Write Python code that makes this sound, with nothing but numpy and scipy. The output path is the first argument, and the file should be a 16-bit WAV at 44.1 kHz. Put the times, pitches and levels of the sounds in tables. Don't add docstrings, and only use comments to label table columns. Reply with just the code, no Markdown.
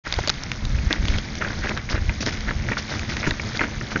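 import sys
import numpy as np
from scipy.fft import rfft, irfft, next_fast_len
from scipy.io import wavfile
from scipy.ndimage import map_coordinates

SR = 44100
rng = np.random.default_rng(int(sys.argv[2]) if len(sys.argv) > 2 else 0)


def master(y):
    cut = np.clip(np.atleast_2d(y).T, -1, 1)
    pcm = np.round(cut * 32767)
    wavfile.write(sys.argv[1], SR, pcm.astype(np.int16))


N = 176400

# frequency_hz, gain_db
FRAME_RESPONSE = [(100, 2), (290, 7.5), (450, 0.5), (600, 2), (800, -3.5), (1100, -3), (1500, 4.5),
                  (2100, 2), (2900, -6.5), (4500, -25.5), (7000, -22.5)]
IMPACT_RISE_S = .0005


def amp(db):
    return 10 ** (np.asarray(db) / 20)


def unit(x):
    return x / np.sqrt(np.mean(x ** 2) + 1e-20)


def curve(rows):
    return np.interp(np.arange(N) / SR, *np.transpose(rows))


def wobble(per_s):
    knots = rng.standard_normal(int(N * per_s / SR) + 4)
    return map_coordinates(knots, [np.arange(N) * per_s / SR])


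def coloured(x, points):
    m = 2 * next_fast_len(N // 2 + SR // 4)
    hz, db = np.transpose(points)
    gain_db = np.interp(np.log(np.fft.rfftfreq(m, 1 / SR) + 1), np.log(hz), db)
    cepstrum = irfft(np.log(amp(gain_db)), m)
    cepstrum[1:m // 2] *= 2
    cepstrum[m // 2 + 1:] = 0
    return unit(irfft(rfft(x, m) * np.exp(rfft(cepstrum)), m)[:N])


def noise(points):
    return coloured(rng.standard_normal(N), points)


def grains(per_s, spread_db, decay_s, top_hz):
    when, pitch, strength, phase = rng.random((int(per_s * N / SR), 4)).T
    t = np.arange(SR // 150) / SR
    size = amp(spread_db * np.minimum(-np.log(1 - strength), 4.5))
    tones = np.sin(2 * np.pi * (top_hz * pitch[:, None] * t + phase[:, None]))
    rings = tones * (1 - np.exp(-2 * t / decay_s)) * np.exp(-t / decay_s)
    index = (when * N).astype(int)[:, None] + np.arange(len(t))
    return np.bincount(index.ravel(), (size[:, None] * rings).ravel(), N)[:N]


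def ping(t, hz, rise_s, decay_s, sag=0):
    t = np.maximum(t, 0)
    envelope = (1 - np.exp(-t / rise_s)) ** 2 * np.exp(-t / decay_s)
    cycles = hz * (t + sag * decay_s * (1 - np.exp(-t / decay_s)))
    return envelope / envelope.max() * np.sin(2 * np.pi * cycles)


def add(track, start_s, sound):
    part = track[max(round(start_s * SR), 0):][:len(sound)]
    part += sound[:len(part)]


def piece(x, size):
    return x[rng.integers(N - size):][:size]


def under_way(set_off_s=0.68):
    return np.clip(np.arange(N) / SR / set_off_s, 0, 1)


def rolling():
    # time_s, gain_db
    rolling_gain = [(.05, -36), (.22, -33.5), (.48, -39), (.9, -37), (1.35, -37.5), (1.62, -35.5),
                    (1.83, -40), (2.15, -37.5), (2.45, -36), (2.57, -38.5), (2.95, -35.5), (3.05, -37),
                    (3.2, -33), (3.35, -36.5), (3.5, -33.5), (3.8, -38), (4, -37)]
    # frequency_hz, gain_db
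    grit_spectrum = [(200, -9.5), (600, 0.5), (800, -1), (1100, 0), (1500, 3.5), (2200, 5), (2700, -4),
                     (3600, -0.5), (4400, -2.5), (5300, -3), (6600, -5.5), (7100, -17)]
    # frequency_hz, gain_db
    rumble_spectrum = [(25, -24.5), (60, 6), (115, 4.5), (190, -3.5), (290, -2.5), (420, -11.5),
                       (800, -16.5), (2000, -41)]
    unevenness = wobble(per_s=45)
    grit = grains(per_s=1900, spread_db=3.6, decay_s=.00055, top_hz=7170)
    crackle = amp(-2.5 + 1.1 * unevenness) * coloured(grit, grit_spectrum)
    hiss = amp(-4) * noise(grit_spectrum)
    swing_db = 2.4 * unit(unevenness + wobble(per_s=18))
    rumble = amp(2.5 + swing_db) * noise(rumble_spectrum)
    return amp(curve(rolling_gain)) * (crackle + hiss + under_way() * rumble)


def wind():
    # time_s, level_db
    breeze = [(.5, -34), (.8, -23), (.95, -30.5), (1.13, -21), (1.25, -31.5), (1.8, -30.5), (2.06, -25),
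              (2.2, -34.5), (2.58, -30), (2.8, -34.5)]
    # frequency_hz, gain_db
    turbulence = [(12, -23), (28, 2.5), (65, -3), (130, -4.5), (210, -14), (400, -52.5), (1000, -60.5)]
    # centre_s, peak_db
    eddies = [(0.178, -16), (0.669, -16.5), (0.753, -12.5), (0.79, -13.5), (0.872, -11), (1.001, -12.5),
              (1.037, -17), (1.104, -10.5), (1.945, -13), (2.023, -15.5), (2.091, -12), (2.565, -14.5),
              (2.617, -20)]
    t = np.arange(N) / SR
    flutter = amp(3 * wobble(per_s=24.98))
    out = amp(curve(breeze)) * unit(flutter * noise(turbulence))
    for centre_s, peak_db in eddies:
        half_width_s = .0038 * np.exp(rng.normal(0, 0.24))
        offset = (t - centre_s) / half_width_s
        out += amp(peak_db) * (1 - offset ** 2) * np.exp(-.5 * offset ** 2)
    return out


def hum(pitch_hz=215.7, level_db=-42):
    phase = 2 * np.pi * np.cumsum(pitch_hz + .5 * wobble(per_s=1.917)) / SR
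    waver = amp(2.5 * wobble(per_s=2))
    return amp(level_db) * unit(under_way() * waver * np.sin(phase))


def rough_patches(rise_s=0.0031, fall_s=0.0089):
    # start_s, length_s, chatter_db, grit_db
    patches = [(0.05, 0.022, -31, -45), (0.902, 0.061, -28.5, -41.5), (1.072, 0.091, -32.5, -38),
               (1.177, 0.013, -31.5, -37), (1.404, 0.071, -30.5, -51), (1.493, 0.045, -36, -68),
               (1.628, 0.092, -28.5, -45), (1.766, 0.014, -27, -45), (1.892, 0.038, -30.5, -33),
               (1.94, 0.04, -30, -46), (2.204, 0.026, -25.5, -29.5), (2.257, 0.036, -28, -32),
               (2.32, 0.023, -36, -36.5), (2.473, 0.01, -30, -41), (2.676, 0.055, -33, -45),
               (2.776, 0.015, -29.5, -29), (2.89, 0.082, -32, -39), (3.09, 0.047, -32, -38),
               (3.218, 0.072, -29, -49), (3.542, 0.023, -33, -37), (3.604, 0.041, -28, -46),
               (3.905, 0.025, -28.5, -38), (3.956, 0.0087, -22.5, -61)]
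    # frequency_hz, gain_db
    crush_spectrum = [(500, -22), (2000, -9), (3500, 2), (5500, 2.5), (6800, -5.5)]
    t, shake, crush = np.arange(N) / SR, np.zeros(N), np.zeros(N)
    for start_s, length_s, chatter_db, grit_db in patches:
        attack = np.clip((t - start_s) / rise_s, 0, 1)
        envelope = attack * np.exp(-np.maximum(t - start_s - length_s, 0) / fall_s)
        shake += amp(chatter_db) * envelope
        crush += amp(grit_db) * envelope
    chatter = grains(per_s=520, spread_db=2, decay_s=0.00061, top_hz=2907)
    crumbs = grains(per_s=12000, spread_db=3, decay_s=0.0012, top_hz=6910)
    return shake * coloured(chatter, FRAME_RESPONSE) + crush * coloured(crumbs, crush_spectrum)


def knocks(gain_db=-2, decay_s=.0011, rebound_s=0.002606, tail_s=0.0052):
    # start_s, relative_level_db, pitch_hz
    blows = [(0.065, -19.5, 1630), (0.0691, -18, 1500), (0.1885, -14, 790), (0.2376, -19, 1810),
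             (0.2978, -15.5, 1470), (0.786, -22, 2420), (0.9076, -9, 1640), (1.1389, -17, 2020),
             (1.414, -16, 1810), (1.4219, -12.5, 1330), (1.4477, -18, 1560), (1.504, -19, 1690),
             (1.65, -19, 2130), (1.7744, -16.5, 1480), (1.89, -18.5, 2100), (1.9502, -20.5, 1690),
             (1.978, -19, 1690), (2.0944, -11, 2100), (2.4837, -17.5, 1570), (2.4904, -13.5, 1750),
             (2.5085, -13.5, 1540), (2.6868, -15.5, 1650), (2.7185, -11, 1840), (2.732, -17, 2200),
             (2.7697, -12.5, 1370), (3.1695, -17.5, 1940), (3.2294, -18, 1990), (3.2404, -18, 2200),
             (3.2664, -15, 1640), (3.2727, -15.5, 1520), (3.3085, -12, 1820), (3.397, -15.5, 2240),
             (3.5935, -8.5, 2010), (3.6083, -11.5, 1670), (3.614, -10, 1600), (3.6325, -17, 2060),
             (3.6388, -16.5, 1460), (3.811, -17.5, 1790), (3.9599, -12, 1490)]
    out, t, frame = np.zeros(N), np.arange(SR // 25) / SR, noise(FRAME_RESPONSE)
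    for start_s, level_db, pitch_hz in blows:
        stretch, detune = np.exp(rng.normal(0, [.25, .12]))
        hit = ping(t, pitch_hz, IMPACT_RISE_S, decay_s, sag=.12)
        rebound = amp(-5) * ping(t - rebound_s * stretch, pitch_hz * detune, IMPACT_RISE_S, decay_s)
        tail = amp(-8) * np.exp(-t / tail_s) * piece(frame, len(t))
        add(out, start_s, amp(level_db + gain_db) * (hit + rebound + shell_ring(t) + tail))
    return out


def shell_ring(t):
    modes = [(590, -23), (940, -20.5)]  # pitch_hz, relative_level_db
    return sum(amp(db + rng.normal(0, 1)) * ping(t, hz, IMPACT_RISE_S, decay_s=.009) for hz, db in modes)


def snaps(gain_db=-3, splinter_s=.0018):
    # start_s, relative_level_db, pitch_hz
    fractures = [(0.1248, -7.5, 3740), (.140, -12.5, 4730), (0.188, -19.5, 4640), (0.275, -8, 4440),
                 (0.2835, -13, 4470), (0.2947, -7, 4060), (0.2997, -5, 4870), (0.436, -17, 5470),
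                 (0.5171, -10.5, 2330), (.652, -17.5, 3860), (.928, -7, 3470), (1.054, -16, 2200),
                 (1.0831, -10.5, 3130), (1.185, -15, 3300), (1.354, -21, 5650), (1.6933, -13, 2470),
                 (1.7751, -17.5, 3830), (2.2632, -11.5, 5400), (2.407, -17.5, 4040), (2.994, -14, 2440),
                 (3.098, -19, 2600), (3.1678, -13.5, 2490), (3.3086, -12, 3700), (3.573, -15.5, 4700)]
    # frequency_hz, gain_db
    splinter_spectrum = [(200, -5), (700, -7), (1500, -4), (4000, -0.5), (7000, -7)]
    out, t, spray = np.zeros(N), np.arange(SR // 40) / SR, noise(splinter_spectrum)
    for start_s, level_db, pitch_hz in fractures:
        tick = ping(t, pitch_hz, rise_s=.00015, decay_s=.0008)
        splinters = amp(-1.5) * np.exp(-t / splinter_s) * piece(spray, len(t))
        add(out, start_s, amp(level_db + gain_db) * (tick + splinters))
    return out


def bumps(decay_cycles=3):
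    # start_s, relative_level_db, pitch_hz
    drops = [(0.187, -19.5, 593), (.908, -29.5, 453), (.276, -21, 600), (1.695, -25, 400),
             (2.271, -19, 320), (2.715, -17, 550), (3.272, -13.5, 220), (3.613, -19, 530)]
    out, t = np.zeros(N), np.arange(SR // 12) / SR
    for start_s, level_db, hz in drops:
        resonance = [(hz / 4, -7), (hz, 0), (hz * 1.16, -4), (hz * 4, -30)]  # frequency_hz, gain_db
        envelope = (1 - np.exp(-t / IMPACT_RISE_S)) * np.exp(-t * hz / decay_cycles)
        thud = envelope * piece(noise(resonance), len(t))
        add(out, start_s, amp(level_db) * (thud + amp(7.5) * shell_ring(t)))
    return out


def scene():
    return (rolling() + rough_patches() + knocks() + snaps() + bumps() + wind() + hum())[None]


def record(dry, start_s=0.037, fade_s=0.036, cutoff_hz=6900):
    fade = np.clip((np.arange(N) / SR - start_s) / fade_s, 0, 1)
    m = next_fast_len(N + SR // 2)
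    lowpass = 1 / np.sqrt(1 + (np.fft.rfftfreq(m, 1 / SR) / cutoff_hz) ** 70)
    return irfft(rfft(dry * fade, m) * lowpass, m)[..., :N]


dry = scene()
out = record(dry)
master(out)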